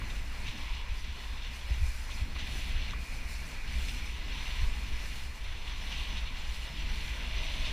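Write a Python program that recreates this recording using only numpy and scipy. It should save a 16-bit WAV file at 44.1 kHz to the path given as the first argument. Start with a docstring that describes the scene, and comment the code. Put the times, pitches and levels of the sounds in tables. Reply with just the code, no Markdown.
"""On choppy water, a kiteboard ride heard from a body-worn camera in a waterproof case.
Headwind buffets, roars and rushes over the case and whistles in its gaps; the taut lines hum faintly.
Fine spray fizzes, the board's edge tears off hissing surges, and wave crests slap out short jets.
A short, light click sounds at the very start. Later, hard bumps shake the camera mount and the
rigging clicks. Everything takes on the ring of the case."""
import sys
import numpy as np
from scipy import signal
from scipy.fft import rfft, irfft, next_fast_len
from scipy.io import wavfile
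from scipy.ndimage import uniform_filter1d, map_coordinates

SR = 44100
rng = np.random.default_rng(int(sys.argv[2]) if len(sys.argv) > 2 else 0)


def waveform_to_disk(signal):
    """Save audio, clipped to [-1, 1], as 16-bit WAV at the path in sys.argv[1]."""
    frames = np.transpose(np.atleast_2d(signal))
    scaled = np.clip(frames, -1, 1) * 32767
    samples = np.round(scaled).astype(np.int16)
    wavfile.write(sys.argv[1], SR, samples)


N = 340452


def amp(db):
    """Decibels to gain."""
    return 10 ** (np.asarray(db) / 20)


def unit(x):
    """Scale to rms 1."""
    return x / np.sqrt(np.mean(x ** 2) + 1e-20)


def follow(rows, level_db, slope=1):
    """Gain: level_db at the curve's mean, moving slope dB per dB of the curve."""
    curve_db = np.interp(np.arange(N) / SR, *np.transpose(rows))
    return amp(level_db + slope * (curve_db - curve_db.mean()))


def since(start_s):
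    """Seconds since start_s, zero before it."""
    return np.maximum(np.arange(N) / SR - start_s, 0)


def swell(centre_s, half_s):
    """Bell of height 1."""
    return np.exp(-((np.arange(N) / SR - centre_s) / half_s) ** 2)


def wobble(rate_hz):
    """Smooth random curve, rate_hz knots a second."""
    knots = rng.standard_normal(int(N * rate_hz / SR) + 4)
    return map_coordinates(knots, [np.arange(N) * rate_hz / SR])


def filtered(x, response):
    """Apply a gain given as a function of Hz."""
    size = next_fast_len(N + SR // 2)
    return irfft(rfft(x, size) * response(np.fft.rfftfreq(size, 1 / SR)), size)[..., :N]


def coloured(x, spectrum):
    """Shape x by (Hz, dB) points on a log axis; rms 1."""
    hz, db = np.transpose(spectrum)
    return unit(filtered(x, lambda f: amp(np.interp(np.log(f + 1), np.log(hz + 1), db))))


def eddies(patchy_db):
    """White noise with drifting patches of random gain."""
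    bins = signal.stft(rng.standard_normal(N), nperseg=512)[2]
    patches = uniform_filter1d(rng.standard_normal(bins.shape), size=8, axis=0)
    patches = unit(uniform_filter1d(patches, size=9, axis=1))
    return unit(signal.istft(bins * amp(patchy_db * patches), nperseg=512)[1][:N])


def droplets(per_s, spread_db):
    """Tiny impacts of random time and size; rms 1."""
    hits = rng.random(N) < per_s / SR
    return unit(hits * rng.choice([-1, 1], N) * amp(spread_db * np.clip(rng.standard_normal(N), -2, 2)))


def resonance(hz, width_hz):
    """Turbulence ringing in one resonance; rms 1."""
    return unit(filtered(rng.standard_normal(N), lambda f: 1 / (1 + (2 * (f - hz) / width_hz) ** 2)))


# Headwind strength. Each row: time in seconds, relative level in dB.
HEADWIND = [(0.0, -48), (0.17, -54.5), (0.58, -50.5), (0.82, -60.5), (1.53, -55.5), (1.63, -63), (1.7, -49),
            (1.8, -60), (2.34, -50), (2.92, -49.5), (3.07, -56), (3.98, -49.5), (4.13, -58.5), (4.34, -49),
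            (4.41, -54.5), (4.97, -50.5), (5.39, -61), (6.0, -51.5), (6.58, -58.5), (6.82, -50.5),
            (7.68, -52), (7.72, -50)]
# Gusts and lulls in the buffeting. Each row: centre in seconds, change in dB, half length in seconds.
GUSTS = [(0.206, 4, 0.033), (0.486, 7, 0.017), (0.56, -7, 0.042), (0.709, 6, 0.027), (0.929, 10.5, 0.024),
         (1.2, -7, 0.058), (1.573, -6.5, 0.057), (1.835, 10, 0.072), (2.764, 9, 0.05), (3.5, -7, 0.055),
         (3.79, 6, 0.058), (4.657, 8.5, 0.092), (4.94, 8.5, 0.029), (5.37, -10, 0.028), (5.48, 6, 0.029),
         (6.14, 1.5, 0.21), (6.488, 7, 0.026), (6.71, -8.5, .04), (6.9, 5, 0.064), (7.384, 5.5, 0.035),
         (7.62, 6, 0.074)]
# Wind spectra. Each row: frequency in Hz, relative level in dB.
BUFFET_SPECTRUM = [(3, -38), (10, 0.5), (27, 1), (48, -4), (61, 1.5), (68, -11.5), (78, -12), (100, -29),
                   (140, -35), (400, -79)]
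ROAR_SPECTRUM = [(50, -19), (100, 4.5), (150, 0.5), (190, -1.5), (245, -2.5), (320, -9.5), (450, -19.5),
                 (1200, -39.5)]
RUSH_SPECTRUM = [(150, -16), (400, -2), (850, -1), (1100, -4), (1350, 0), (1700, 3), (2100, 2.5), (2700, 1),
                 (3300, -2.5), (4200, -5.5), (6000, -12), (9000, -27)]


def wind():
    """Large eddies push on the case, smaller ones roar, and the flow rushes over the shell."""
    gust_db = sum(db * swell(centre_s, half_s) for centre_s, db, half_s in GUSTS)
    push = coloured(rng.standard_normal(N), BUFFET_SPECTRUM)
    # A steady headwind sheds eddies of near-equal strength.
    push /= np.sqrt(np.abs(uniform_filter1d(push ** 2, size=3500)) + 1e-6)
    buffet = follow(HEADWIND, level_db=-36, slope=0.13) * amp(gust_db + 0.66 * wobble(20)) * push
    roar = follow(HEADWIND, level_db=-52.5, slope=0.81) * amp(1.3 * wobble(15))
    roar *= coloured(eddies(patchy_db=0.5), ROAR_SPECTRUM)
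    rush = follow(HEADWIND, level_db=-50.5, slope=0.27) * amp(1.06 * wobble(22))
    rush *= coloured(eddies(patchy_db=1.1), RUSH_SPECTRUM)
    return buffet + roar + rush


# Strength of the two air tones. Each row: time in seconds, relative level in dB.
HOOT_CURVE = [(0.0, -59.5), (0.23, -58.5), (0.73, -54.5), (1.07, -59.5), (1.22, -56), (2.11, -59.5),
              (2.97, -59), (3.01, -59.5), (4.32, -57.5), (4.34, -55), (5.35, -59), (6.0, -55),
              (6.53, -58.5), (7.72, -55)]
WHISTLE_CURVE = [(0.0, -52.5), (0.19, -53), (0.23, -62), (0.43, -50.5), (1.22, -61), (1.87, -50),
                 (2.04, -59), (2.17, -50.5), (2.32, -61), (2.38, -54), (4.04, -50), (4.26, -60.5),
                 (4.36, -50.5), (5.5, -59.5), (6.0, -55.5), (6.32, -55.5), (7.68, -50.5), (7.72, -55)]


def case_whistles():
    """Air in the gaps of the case sounds a hollow hoot and a breathy whistle."""
    hoot = follow(HOOT_CURVE, level_db=-60, slope=1.83) * amp(0.39 * wobble(14))
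    hoot *= resonance(hz=1025, width_hz=250)
    whistle = follow(WHISTLE_CURVE, level_db=-54.5) * amp(0.85 * wobble(17))
    whistle *= resonance(hz=2368, width_hz=430)
    return hoot + whistle


# Hum of the lines. Each row: time in seconds, level in dB.
HUM_CURVE = [(0, -78), (5.4, -74), (6, -63.5), (6.5, -71), (7.2, -64), (7.4, -56.5), (7.72, -56.5)]


def line_hum():
    """Air hums faintly on the taut lines."""
    level_db = np.interp(np.arange(N) / SR, *np.transpose(HUM_CURVE))
    return amp(level_db) * resonance(hz=636, width_hz=170)


# Spray thrown up by waves. Each row: peak time in seconds, level in dB, half length in seconds.
PLUMES = [(0.14, -56.5, 0.078), (0.437, -59.5, 0.27), (0.984, -61.5, 0.068), (1.22, -61, .07),
          (1.58, -57.5, 0.066), (1.895, -54, 0.23), (2.143, -55.5, 0.1), (2.587, -54, 0.16),
          (3.12, -54.5, 0.12), (3.327, -53, 0.091), (3.478, -55, 0.13), (3.87, -53, 0.23),
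          (4.578, -56, 0.36), (5.11, -54.5, 0.23), (5.97, -58.5, 0.26), (6.566, -57, 0.17),
          (7.05, -55.5, 0.19), (7.6, -57.5, .3)]


def plume_envelope(foam_db=-62.5):
    """Plumes swell and sink over steady foam."""
    power = sum((amp(db) * swell(peak_s, half_s)) ** 2 for peak_s, db, half_s in PLUMES)
    return np.sqrt(amp(foam_db) ** 2 + power)


# Foam fizz. Each row: frequency in Hz, relative level in dB.
FIZZ_SPECTRUM = [(1500, -30), (4000, 6.5), (5200, 8.5), (7000, 5.5), (8200, 1.5), (10500, 2), (12000, -2),
                 (15300, -5)]


def spray(plume, on_case_db=-3):
    """Fine spray and bursting foam fizz behind the board; some rains on the case."""
    foam = unit(eddies(patchy_db=1.7) + 0.79 * droplets(per_s=5100, spread_db=8))
    fizz = amp(1.1 * wobble(25)) * coloured(foam, FIZZ_SPECTRUM)
    on_case = amp(on_case_db) * coloured(rng.standard_normal(N), RUSH_SPECTRUM)
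    return plume * (fizz + on_case)


# The edge bites into the chop. Each row: start in seconds, length in seconds, level in dB.
SURGES = [(0.437, 0.38, -49.5), (0.877, 0.91, -52.5), (2.168, .05, -48), (2.344, 0.54, -47.5),
          (3.663, .6, -50), (4.277, .36, -46), (4.705, 0.53, -51.5), (5.4, 0.33, -51), (5.654, 1.15, -48.5),
          (5.852, 0.3, -48), (6.786, 1.2, -46.5), (7.33, 0.46, -45)]


def surge_envelope(skim_db=-65.5, attack_s=0.008, release_s=0.036, sag_db_per_s=0.5):
    """Over a steady skim, each surge rises fast, sags while the edge bites, and dies away."""
    power = amp(skim_db) ** 2
    for start_s, length_s, db in SURGES:
        t = since(start_s)
        shape = (1 - np.exp(-t / attack_s)) * np.exp(-since(start_s + length_s) / release_s)
        power = power + (amp(db - sag_db_per_s * t) * shape) ** 2
    return np.sqrt(power)


# Water sheets and falling drops. 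Each row: frequency in Hz, relative level in dB.
SHEET_SPECTRUM = [(400, -12), (1400, -18), (2000, 0), (2800, 6), (3600, 5), (4300, -4), (5200, -18),
                  (6100, -10), (6500, -36), (8000, -27), (15000, -56)]
DROP_SPECTRUM = [(3000, -16), (4400, 3), (5100, 5.5), (6100, 4.5), (6600, -17), (9000, -34)]


def wash(surge, plume, fall_s=0.076, surge_patter_db=-10.5, plume_patter_db=-4.5):
    """The board's edge tears off sheets of water; drops from surges and plumes patter down."""
    strength = surge * amp(0.46 * wobble(30) + 0.84 * wobble(110))
    landing = uniform_filter1d(surge, size=int(fall_s * SR))
    patter = np.hypot(amp(surge_patter_db) * landing, amp(plume_patter_db) * plume)
    sheets = unit(eddies(patchy_db=1.5) + 0.96 * droplets(per_s=1500, spread_db=5.5))
    drops = unit(eddies(patchy_db=3.5) + 0.6 * droplets(per_s=2400, spread_db=8))
    return strength * coloured(sheets, SHEET_SPECTRUM) + patter * coloured(drops, DROP_SPECTRUM)


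# Short, light clicks. Each row: start in seconds, level in dB.
CLICKS = [(0.016, -31), (2.0925, -33), (2.362, -32), (2.9335, -28)]
# Their ring. Each row: frequency in Hz, relative level in dB.
CLICK_SPECTRUM = [(400, -18), (800, -14), (1050, 6), (1450, 0), (2200, -2), (3200, -24), (8000, -60)]


def light_clicks(t60_s=0.019, rise_s=0.0024):
    """A short, light click at the very start; the later three are damped knocks of the rigging."""
    strength = np.zeros(N)
    for start_s, db in CLICKS:
        t = since(start_s)
        strength += amp(db - 60 * t / t60_s) * (1 - np.exp(-t / rise_s))
    return strength * coloured(rng.standard_normal(N), CLICK_SPECTRUM)


# Crest slaps. Each row: start in seconds, peak level in dB, rise in seconds.
SPURTS = [(0.096, -44.5, 0.0064), (0.15, -53, 0.016), (0.462, -43, 0.018), (0.72, -48, 0.021),
          (1.04, -49, 0.01), (1.42, -48.5, 0.025), (1.73, -49, 0.0091), (2.1, -47, .012),
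          (2.382, -41.5, .014), (2.812, -45, 0.011), (2.895, -45.5, 0.011), (3.676, -49, 0.0056),
          (3.878, -40.5, 0.0087), (4.44, -50, .025), (5.9, -42, 0.029), (6.165, -42, 0.013),
          (6.35, -50, .025), (7.35, -51, 0.017), (7.648, -39.5, 0.015)]
# Their splash. Each row: frequency in Hz, relative level in dB.
SPURT_SPECTRUM = [(800, -30), (2000, -7.5), (2800, 0.5), (3900, -2), (4500, -13), (6000, -10.5),
                  (7000, -22), (15000, -45)]


def spurts():
    """Wave crests slap the board and squirt short, bright jets."""
    strength = np.zeros(N)
    for start_s, db, rise_s in SPURTS:
        age = since(start_s) / rise_s
        strength += amp(db) * age * np.exp(1 - age)
    jets = rng.standard_normal(N) + droplets(per_s=1400, spread_db=6.5)
    return strength * coloured(jets, SPURT_SPECTRUM)


# Hard bumps. Each row: start in seconds, peak level in dB.
BUMPS = [(1.704, -24), (1.818, -24.5), (2.21, -24), (2.365, -30.5), (2.745, -40), (4.618, -23)]


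def mount_bumps(mount_hz=54, jolt_hz=26, rise_s=0.013):
    """The jolted mount swings fast at first, then settles to its own slow rate."""
    shake = np.zeros(N)
    for start_s, db in BUMPS:
        t = since(start_s)
        age = t / rise_s
        cycles = mount_hz * t + jolt_hz * rise_s * (1 - np.exp(-age))
        shake += amp(db) * age ** 2 * np.exp(2 - 2 * age) * np.sin(2 * np.pi * cycles)
    return shake


# Stereo side spectrum. Each row: frequency in Hz, gain in dB before width_db is added.
SIDE_SPECTRUM = [(60, -58), (180, -27), (550, -33), (1650, -30.5), (4970, -20.5), (15000, -20.5)]


def case_echoes(mid, width_db=-6.5):
    """Short echoes inside the case give a trace of width."""
    echoes = rng.standard_normal(400)
    scattered = signal.fftconvolve(mid, echoes / np.linalg.norm(echoes))[:N]
    hz, db = np.transpose(SIDE_SPECTRUM)
    return filtered(scattered, lambda f: amp(width_db + np.interp(np.log(f + 1), np.log(hz), db)))


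def scene():
    """Air, water, bumps and clicks in near-mono stereo."""
    surge, plume = surge_envelope(), plume_envelope()
    air = wind() + case_whistles() + line_hum()
    water = wash(surge, plume) + spurts() + spray(plume)
    mid = air + water + mount_bumps() + light_clicks()
    side = case_echoes(mid)
    return np.array([mid + side, mid - side])


# Peaks and hollows of the case. Each row: centre in Hz, width in Hz, gain in dB.
CASE_BANDS = [(895, 110, 2), (1983, 82, 8.5), (1980, 40, -7.5), (2830, 140, 2), (3140, 120, -3),
              (4270, 250, 4), (4820, 340, -5), (5000, 300, 3), (5570, 580, -3.5), (5970, 190, 3),
              (6490, 500, -3), (7270, 200, 2.5), (8620, 280, 3.5), (9050, 280, -3.5), (11700, 800, -3.5),
              (12900, 500, 0.5)]


def record(dry, top_hz=15330):
    """The case colours all that passes its walls; the camera cuts everything above top_hz."""
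    def response(f):
        case_db = sum(db * 0.5 ** ((2 * (f - hz) / width_hz) ** 2) for hz, width_hz, db in CASE_BANDS)
        return amp(case_db) * (f < top_hz)
    return filtered(dry, response)


dry = scene()
out = record(dry)
waveform_to_disk(out)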